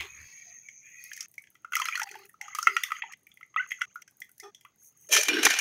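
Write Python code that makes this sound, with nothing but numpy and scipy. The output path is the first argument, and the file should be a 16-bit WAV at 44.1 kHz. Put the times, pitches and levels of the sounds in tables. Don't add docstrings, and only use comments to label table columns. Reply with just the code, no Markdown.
import sys
import numpy as np
from scipy import signal
from scipy.fft import rfft, irfft, next_fast_len
from scipy.io import wavfile
from scipy.ndimage import uniform_filter1d

SR = 44100
rng = np.random.default_rng(int(sys.argv[2]) if len(sys.argv) > 2 else 0)


def wrap_up_sound(samples):
    columns = np.atleast_2d(samples).T
    tamed = np.clip(columns, -1, 1)
    steps = np.round(tamed * 32767).astype(np.int16)
    wavfile.write(sys.argv[1], SR, steps)


N = 247312



def amp(db):
    return 10 ** (np.asarray(db) / 20)


def unit(x):
    return x / np.sqrt(np.mean(x ** 2) + 1e-20)


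def curves(rows):
    s, *cols = np.transpose(rows)
    return [amp(np.interp(np.arange(N) / SR, s, c, -140, -140)) for c in cols]


def spells(rows, rise_s, stop_s, sag_db):
    t, out = np.arange(N) / SR, 0
    for s, length, *db in rows:
        rising = (t - s) / max(rise_s, 1 / SR)
        stopping = 1 + (s + length - t) / max(stop_s, 1 / SR)
        edge = np.clip(np.minimum(rising, stopping), 0, 1) ** 2
        sag = np.outer(sag_db, np.clip(t - s, 0, 1))
        out = out + edge * amp(np.array(db)[:, None] - sag)
    return out


def filtered(x, response):
    m = next_fast_len(N + SR // 2)
    return irfft(rfft(x, m) * response(np.fft.rfftfreq(m, 1 / SR)), m)[:N]


def shape(points):
    f, db = np.transpose(points)
    return lambda hz: amp(np.interp(np.log(hz + 1), np.log(f + 1), db, -120, -120))


def peaks(modes):
    def response(f):
        total = 0
        for k, (centre, width, db) in enumerate(modes):
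            total = total + (-1) ** k * amp(db) * 1j * f * width / (centre ** 2 - f * f + 1j * f * width)
        return total
    return response


def steep_peaks(modes):
    return lambda f: peaks(modes)(f) ** 2


def cavity(modes):
    return lambda f: peaks(modes)(f) * (1j * f / (1050 + 1j * f)) ** 4 / (1 + 1j * f / 4500) ** 4


def noise():
    return rng.standard_normal(N)


def patchy(depth_db, grain_db, size=12, order=8):
    z = signal.stft(noise(), nperseg=2 ** order)[2]
    across_hz = uniform_filter1d(rng.standard_normal(z.shape), size=2, axis=0)
    field = uniform_filter1d(across_hz, size=size, axis=1)
    x = signal.istft(z * amp(depth_db * unit(field)), nperseg=2 ** order)[1][:N]
    return x * amp(grain_db * unit(uniform_filter1d(noise(), size=130)))


def add(track, s, sound):
    part = track[round(s * SR):][:len(sound)]
    part += sound[:len(part)]


def bubble(hz, t60, rise, attack):
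    t = np.arange(SR // 8) / SR
    swing = np.sin(2 * np.pi * hz * (t + rise * t * t / t60))
    return swing * amp(-60 * t / t60) * (1 - np.exp(-t / attack)) ** 2


def puff(t60, attack):
    t = np.arange(SR // 8) / SR
    return rng.standard_normal(len(t)) * amp(-60 * t / t60) * (1 - np.exp(-t / attack))


def kitchen(x, t60):
    t = np.arange(SR // 3) / SR
    tail = rng.standard_normal(len(t)) * amp(-60 * t / t60) * (t > .004)
    return signal.fftconvolve(x, tail / np.linalg.norm(tail))[:len(x)]


# (frequency [Hz], level [dB])
ROOM_SPECTRUM = [(12, -22), (48, -8), (123, 7.5), (1000, -10.5), (1290, -21.5), (2080, -12.5), (2530, -16),
                 (4810, -15.5), (6180, -19), (16000, -33)]
ROOM_DB = -76.5


def room():
    return amp(ROOM_DB) * unit(filtered(patchy(depth_db=1.5, grain_db=1.4), shape(ROOM_SPECTRUM)))


# (start [s], length [s], first mode [dB], second mode [dB])
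HUM = [(0, 0.054, -51.5, -61.5), (2.02, 0.226, -84, -48), (2.104, 0.16, -56, -61), (2.4, .1, -87, -48),
       (2.674, 0.09, -56, -78.5), (3.017, 0.071, -78, -50), (4.422, 0.055, -49, -49.5)]
HUM_RISE_S, HUM_STOP_S = 0.012, 0.04
# (first mode [dB/s], second mode [dB/s])
HUM_SAG = (40.5, 125.5)
# (frequency [Hz], level [dB], t60 before extra damping [s])
POT_MODES = [(394.5, 0, 0.21), (806, -7, 0.26), (1230, 1, 0.29), (1840, -9.5, 0.12), (2480, -14.5, 1.2),
             (3400, -12, 0.17), (5450, -11, 0.19), (6140, -6, 0.13)]
# (start [s], length [s], level [dB])
KNOCK = (4.428, 0.077, -44.5)
KNOCK_RISE_S, KNOCK_STOP_S, KNOCK_SAG = 0.0063, .008, 251


def pot():
    hum = np.zeros(N)
    for gain, (hz, _, _) in zip(spells(HUM, HUM_RISE_S, HUM_STOP_S, HUM_SAG), POT_MODES):
        wall = unit(filtered(noise(), steep_peaks([(hz, hz / 9, 0)])))
        hum += filtered(gain * wall, peaks([(hz, 200, 0)]))
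    upper = [(hz, 25 + np.log(1000) / (np.pi * t60), db) for hz, db, t60 in POT_MODES[2:]]
    upper.append((3415, 4200, -32.0))
    knock = spells([KNOCK], KNOCK_RISE_S, KNOCK_STOP_S, KNOCK_SAG)[0]
    return hum + knock * unit(filtered(noise(), peaks(upper)))


# (time [s], throb [dB], chatter [dB])
RUB = [(0, -47, -90), (.08, -72, -90), (.14, -65, -71), (.18, -61, -54), (.23, -60, -57), (.27, -66, -68)]
RUB_HZ = 74.4


def rub():
    throb, chatter = curves(RUB)
    t = np.arange(N) / SR
    cycle = (RUB_HZ * t) % 1
    clicks = noise() * amp(-35 * cycle)
    slips = filtered(clicks, steep_peaks([(1750, 500, 0), (2500, 500, -2.5)]))
    rumble = unit(filtered(noise(), peaks([(91.7, 23, 0)])))
    low = 0.92 * np.sin(2 * np.pi * RUB_HZ * t) + 0.62 * rumble
    return throb * unit(low) + chatter * unit(slips) * amp(1.0)


# (time [s], level [dB])
PLUNGE = [(0, -39), (.05, -44), (.13, -67), (.3, -68.5), (.55, -76), (.62, -97)]


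def slosh():
    body = peaks([(1050, 500, -6), (2100, 1000, 0), (4500, 1500, -19)])
    return curves(PLUNGE)[0] * unit(filtered(patchy(depth_db=4, grain_db=3, size=36), body))


# (start [s], length [s], level [dB])
AIR_POCKET = (.43, 0.081, -67.5)
GLUG_HZ = 699


def glug():
    gain = spells([AIR_POCKET], 0.037, 0.036, 3)[0]
    return gain * unit(filtered(noise(), steep_peaks([(GLUG_HZ, 60, 0)])))


# (start [s], length [s], clatter [dB], rattle [dB])
POURS = [(5.09, 0.027, -43, -41), (5.108, .17, -20, -15.5), (5.425, .2, -26, -26.5)]
POUR_RISE_S, POUR_STOP_S = .022, 0.026
# (clatter [dB/s], rattle [dB/s])
POUR_SAG = (105, 160)
# (start [s], length [s], clatter [dB], rattle [dB])
BRUSH = (5.28, 0.32, -29.5, -44)
# (time [s], clatter [dB], rattle over the clatter [dB])
CLUMPS = [(5.0892, -37.5, 3.5), (5.1454, -11, -7), (5.1639, -4, -9), (5.2308, -20, 3.5), (5.283, -7.5, -8),
          (5.4295, -9.5, -5.5), (5.451, -3.5, -2), (5.5019, -11, -9.5), (5.5355, -13, -13.5),
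          (5.5872, -11, -3)]
# (frequency [Hz], level [dB])
CLATTER = [(410, -27), (700, -13), (1060, -14), (1600, -4.5), (1800, -6.5), (2430, -4.5), (4500, -13.5),
           (5850, -34), (9900, -120)]
RATTLE = [(2350, -28.5), (4000, -17.5), (4650, -13), (6180, -0.5), (7840, -15), (9660, -9), (10700, -15.5),
          (13400, -14), (16000, -28)]
# (centre [Hz], width [Hz], level [dB])
FILLING = [(1770, 30, -8), (2390, 25, 6), (3100, 120, -11), (3320, 50, -9), (3950, 28, -14),
           (5150, 35, -10), (5640, 55, -9), (5990, 25, -3), (6270, 150, -10), (6750, 45, -9),
           (7240, 40, -12)]
# (centre [Hz], width [Hz], level [dB])
HELD = [(1550, 90, -3), (2330, 100, -4), (2920, 35, 0), (3520, 47, -5), (5540, 80, -9)]
# (centre [Hz], width [Hz], level [dB])
LOW_MODES = [
    [(420, 140, 0.5), (625, 51, 2.5)],
    [(299, 110, -4), (457, 89, -4.5)],
]
# (time [s], level [dB])
BOOMING = [(5.08, -73), (5.094, -49), (5.152, -34), (5.186, -34), (5.27, -63.5), (5.288, -40),
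           (5.362, -33.5), (5.444, -39.5), (5.462, -36), (5.6, -72)]
BUMP_S, LOADED_S = 5.466, 5.27


def rice():
    clatter, rattle = spells(POURS, POUR_RISE_S, POUR_STOP_S, POUR_SAG)
    brushed, shed = spells([BRUSH], POUR_RISE_S, POUR_STOP_S, (16, 5))
    steel = peaks(FILLING)
    ringing = lambda f: shape(CLATTER)(f) + amp(6.5) * steel(f)
    rattling = lambda f: shape(RATTLE)(f) + amp(3.5) * steel(f)
    damped = lambda f: shape(CLATTER)(f) + amp(6.5) * peaks(HELD)(f)

    hail = patchy(depth_db=2.5, grain_db=2.5)
    ticks = hail * amp(3 * unit(uniform_filter1d(noise(), size=24)))
    bed = clatter * unit(filtered(ticks, ringing))
    bed += (rattle + shed) * unit(filtered(ticks, rattling))
    bed += brushed * unit(filtered(hail, damped))

    low, high, bump = np.zeros((3, N))
    for s, db, rattle_db in CLUMPS:
        add(low, s, amp(db + 11) * puff(0.03, attack=0.003))
        add(high, s, amp(db + rattle_db + 10) * puff(0.036, attack=0.0017))
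    strikes = filtered(low, ringing) + filtered(high, shape(RATTLE))

    empty, loaded = (unit(filtered(hail, steep_peaks(modes))) for modes in LOW_MODES)
    thud = curves(BOOMING)[0] * np.where(np.arange(N) < LOADED_S * SR, empty, loaded)
    add(thud, BUMP_S - .012, amp(-43) * bubble(80, .07, rise=0, attack=.004))
    add(bump, BUMP_S, amp(3.5) * puff(.028, attack=.0003))
    return bed + thud + strikes + filtered(bump, steep_peaks([(1400, 2000, 0)]))


# (time [s], swish [dB], hiss [dB], spray [dB])
STIRRING = [(0, -59, -56.5, -80), (.12, -52.5, -55.5, -68.5), (.5, -59, -52.5, -74.5),
            (.8, -69.5, -55, -82), (.87, -52, -55, -75), (1.09, -55.5, -56.5, -66),
            (1.26, -51.5, -55.5, -71.5)]
# (start [s], length [s], gurgle [dB], hiss [dB], spray [dB])
TRICKLES = [(1.725, .318, -42.5, -50.5, -58), (2.048, .22, -57.5, -65, -68.5), (2.413, .13, -47, -53, -77),
            (2.55, 0.45, -49, -53, -58), (2.95, .19, -54.5, -61.5, -89.5), (3.565, .1, -50, -58.5, -80),
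            (3.67, .185, -60, -54, -81), (3.861, .17, -77, -67.5, -94.5)]
TRICKLE_RISE_S, TRICKLE_STOP_S = 0.01, 0.0052
# (gurgle [dB/s], hiss [dB/s], spray [dB/s])
RUNOFF_SAG = (15.5, 13.5, 23)
# (start [s], length [s], gurgle [dB], hiss [dB], spray [dB])
DRAINS = [(4.76, 0.11, -82.5, -51.5, -57), (4.93, 0.148, -75, -58, -64.5)]
DRAIN_RISE_S, DRAIN_STOP_S = 0.098, 0.066
# (gurgle [dB], hiss [dB], spray [dB])
SEEP = (-83, -76, -91.5)
# (start [s], length [s], level [dB])
SWIRLS = [(.16, 0.17, -61), (.34, .16, -62), (.97, .28, -63.5)]
# (frequency [Hz], level [dB])
SLIDING_GRAINS = [(900, -50), (1250, -24), (1600, -26), (1850, -5), (2250, 0), (2600, -5), (2900, -27),
                  (3300, -20), (3700, -40)]
# (frequency [Hz], level [dB])
HISS = [(2060, -39.5), (3500, -40), (5250, -26), (6480, 12), (6800, 1), (7620, -42), (8000, -39),
        (10400, -53.5), (17600, -120)]
SPRAY = [(4120, -27), (7000, -8), (9890, 6), (11600, -2), (13600, 7), (16000, -2.5)]
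# (centre [Hz], width [Hz], level [dB])
BOWL_AIR = [(1380, 450, 1), (2019, 160, 13), (2710, 450, 4), (3262, 165, 4.5)]


def patter():
    bubbles = np.zeros(N)
    for s, pitch, size in rng.random((900, 3)):
        hz = 1100 * amp(8.5 * pitch ** 1.5)
        add(bubbles, s * N / SR, amp(-18 * size) * bubble(hz, 0.03, rise=0.18, attack=0.002))
    air = filtered(patchy(depth_db=4, grain_db=3.5), cavity(BOWL_AIR))
    return unit(unit(bubbles) + .7 * unit(air))


def wash():
    trickling = spells(TRICKLES, TRICKLE_RISE_S, TRICKLE_STOP_S, RUNOFF_SAG)
    running = trickling + spells(DRAINS, DRAIN_RISE_S, DRAIN_STOP_S, RUNOFF_SAG)
    gurgle, hiss, spray = curves(STIRRING) + running + amp(SEEP)[:, None]

    stir = unit(filtered(patchy(depth_db=7.5, grain_db=1.5, size=8, order=10), shape(SLIDING_GRAINS)))
    lifted = np.clip((np.arange(N) / SR - 1.15) / 0.2, 0, 1)
    water = gurgle * ((1 - lifted) * stir + lifted * patter())

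    high = hiss * unit(filtered(patchy(depth_db=4.0, grain_db=2.0, order=9), shape(HISS)))
    top = spray * unit(filtered(patchy(depth_db=4, grain_db=3), shape(SPRAY)))

    fizz_gain = trickling[2] * amp(4.5) + spells(SWIRLS, 0.037, 0.036, 3)[0] * amp(-3)
    fine = patchy(depth_db=7, grain_db=2.5, size=9, order=10)
    fizz = fizz_gain * unit(filtered(fine, steep_peaks([(4600, 1300, 0)])))
    return water + high + top + fizz


# (time [s], level [dB], from [Hz], to [Hz], length [s])
CHIRPS = [(1.997, -32.5, 1370, 1970, 0.021), (2.676, -38, 2460, 3240, 0.015),
          (3.624, -38, 1680, 2430, 0.011), (1.852, -32, 1500, 2500, 0.01), (1.928, -28, 2250, 2500, 0.014),
          (3.565, -30, 2300, 2900, 0.014), (3.573, -21, 1850, 2150, 0.024), (3.59, -22, 1440, 1560, 0.03),
          (3.593, -36, 2500, 3200, 0.014), (4.652, -49, 950, 1500, 0.017),
          (4.395, -44.5, 1674, 2300, 0.024)]


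def chirps():
    out = np.zeros(N)
    for s, db, from_hz, to_hz, length in CHIRPS:
        u = np.arange(round(length * SR)) / (length * SR)
        cycles = length * (from_hz * u + (to_hz - from_hz) * u * u / 2)
        add(out, s, amp(db) * np.sin(np.pi * u) * np.sin(2 * np.pi * cycles))
    return out


# (time [s], bubble [dB], starting pitch [Hz], then over the bubble: bright slap [dB],
# splash [dB], spray [dB])
DRIPS = [(0.686, -29, 2194, -7, -23.5, -38), (1.039, -47.5, 2330, -5, 0, 11.5),
         (1.115, -29.5, 1660, -1.5, -38, -25), (1.132, -40, 2700, -1, 4, -6),
         (1.165, -39.5, 1980, -21, 0, -2), (1.175, -32.5, 1790, -4, -7, -16),
         (1.206, -39, 2370, 8, 11.5, -10), (1.226, -45, 2330, -2, 5.5, -6),
         (1.34, -63.5, 2350, 11, 9.5, 10), (1.38, -24, 2135, -20, -22.5, -29),
         (1.438, -49.5, 1730, 5.5, -12, -18), (1.47, -56, 1600, 13.5, -6, -19),
         (1.552, -52, 1300, 10.5, -11, -19), (1.646, -26.5, 1310, -14, -32, -37),
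         (1.721, -24, 1420, -9, -22, -22.5), (1.733, -21.5, 1393, 4.5, -22, -23.5),
         (1.753, -16, 2120, 6.5, -11.5, -10), (1.766, -15.5, 1280, -2, -11.5, -27),
         (1.798, -16, 1210, -15, -15, -20.5), (1.816, -22.5, 1030, 7, -9.5, -21),
         (1.854, -23.5, 1350, 8.5, -6.5, -12), (1.885, -18, 1330, 2.5, -19, -21.5),
         (1.924, -18, 2250, -5, -38, -47), (1.954, -18.5, 1855, 3, -15.5, -22.5),
         (1.975, -22, 1390, -13, -12.5, -16), (1.996, -19, 1346, -2, -15, -16),
         (2.016, -24.5, 856, 7, -10, -26), (2.031, -34.5, 880, -10, 7, -4.5),
         (2.072, -34, 2030, 1, -21, -23.5), (2.09, -30, 2440, -1.5, -20, -21),
         (2.113, -31.5, 1920, -0.5, -10.5, -23.5), (2.141, -35.5, 1670, -1, -21, -36),
         (2.153, -32.5, 850, -0.5, -20, -20), (2.255, -63, 2700, 6, 2, 13.5),
         (2.294, -44, 1820, -6, -30, -5), (2.341, -42.5, 1230, -19, -26, -31),
         (2.412, -21.5, 2006, -9, -15, -31), (2.481, -31, 1208, -7, -18, -31.5),
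         (2.549, -24.5, 1192, 2.5, -3, -10.5), (2.586, -15, 1200, -6.5, -18.5, -15.5),
         (2.627, -21.5, 1360, -27, -5, -14), (2.67, -3, 1295, -4.5, -27, -35.5),
         (2.765, -11.5, 1317, 3.5, -19.5, -31), (2.835, -14, 3330, -2, -12.5, -12),
         (2.905, -26.5, 1285, -3, -36, -25), (2.918, -15.5, 1242, -1.5, -26, -27.5),
         (2.966, -29, 1990, -4, -31, -35), (3.02, -22, 1888, 6, -42.5, -57),
         (3.036, -29, 907, -3, -38, -42), (3.122, -39.5, 2020, 5.5, -3.5, -13.5),
         (3.134, -33, 1980, 2.5, -15.5, -51), (3.268, -38, 2290, -6, -24, -15),
         (3.316, -38.5, 3320, -6.5, -24, -32), (3.372, -40.5, 2073, -2.5, -24, -16),
         (3.409, -41, 1260, -1, -26, -22), (3.429, -30.5, 2060, -14.5, -31, -39.5),
         (3.541, -42.5, 1184, 2, -35, -41.5), (3.561, -12, 1215, -5.5, -57, -43),
         (3.707, -32.5, 2090, 8.5, -16, -19.5), (3.717, -15, 1950, -4.5, -31.5, -28.5),
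         (3.81, -30, 2040, 10, -18.5, -50), (3.816, -15, 1436, 2.5, -19, -49.5),
         (3.957, -25.5, 1337, -15.5, -30.5, -24.5), (4.02, -43, 2000, 5.5, -2, -20.5),
         (4.077, -48.5, 1534, 7, -1.5, -20.5), (4.203, -63.5, 780, -10.5, 13, 23.5),
         (4.218, -24.5, 1946, -12, -20.5, -41.5), (4.292, -54, 1400, 0, -8.5, -14),
         (4.38, -67.5, 1940, -3, 13, 22), (4.399, -37.5, 1930, -24.5, 1, -9),
         (4.547, -33.5, 3170, -17, -14, -24.5), (4.61, -49.5, 3220, -1, -6, -8),
         (4.649, -40, 1080, 1, -21.5, -13.5)]
# (time [s], level [dB], starting pitch [Hz])
PINGS = [(1.734, -27, 2600), (1.79, -32, 3200), (1.819, -22, 3150), (1.843, -28, 6300), (1.86, -31, 4050),
         (1.878, -31, 5100), (1.955, -26, 4200), (2.0, -32, 5600), (2.616, -34, 6300), (2.628, -26, 5300),
         (2.671, -12, 2060), (2.766, -17, 2640), (2.835, -22, 1990), (3.021, -24, 2580), (4.22, -42, 3300)]
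HUSHED = [1.259, 2.042, 3.14, 3.854, 4.03]
SPITS, SPIT_DB, SPIT_SPAN_S = 60, -44, (1.27, 5.05)


def drips():
    bubbles, deep, bright, splash, spray = np.zeros((5, N))
    for (s, db, hz, bright_db, splash_db, spray_db), chance in zip(DRIPS, rng.random(len(DRIPS))):
        t60 = 34 / hz
        add(bubbles, s, amp(db + 5.5) * bubble(hz, t60, rise=0.14 * chance, attack=0.0012))
        add(deep, s, amp(db - 4.5) * puff(0.031, attack=.0005) * (hz < 1500))
        add(bright, s, amp(db + bright_db + 6) * puff(0.027, attack=0.00061))
        add(splash, s, amp(db + splash_db + 6.0) * puff(0.02, attack=0.0016))
        add(spray, s, amp(db + spray_db + 5) * puff(0.013, attack=0.00058))
    for s, db, hz in PINGS:
        add(bubbles, s, amp(db + 6.5) * bubble(hz, .015, rise=.05, attack=.0009))
    for when, size in rng.random((SPITS, 2)):
        s = np.interp(when, (0, 1), SPIT_SPAN_S)
        add(spray, s, amp(SPIT_DB - 22 * size) * puff(.012, attack=0.00055))

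    small = lambda f: (1j * f / (600 + 1j * f)) ** 3
    splash_modes = [(5946, 750, 12.5), (4540, 330, -19.0), (3200, 300, -12)]
    wet = filtered(bubbles + chirps(), small)
    wet += filtered(deep, cavity(BOWL_AIR[:1])) + filtered(bright, cavity(BOWL_AIR[1:]))
    wet += filtered(splash, peaks(splash_modes)) + filtered(spray, shape(SPRAY))

    edges = np.round(np.array([0, *HUSHED, N / SR]) * SR).astype(int)
    tails = [kitchen(wet[a:b], t60=0.19) for a, b in zip(edges, edges[1:])]
    return wet + amp(-9.0) * filtered(np.concatenate(tails), small)


def scene():
    hand = rub() + slosh() + glug()
    return (room() + pot() + hand + rice() + wash() + drips())[None]


TOP_HZ = 15750


def record(dry):
    return filtered(dry[0], lambda hz: hz < TOP_HZ)[None]


dry = scene()
out = record(dry)
wrap_up_sound(out)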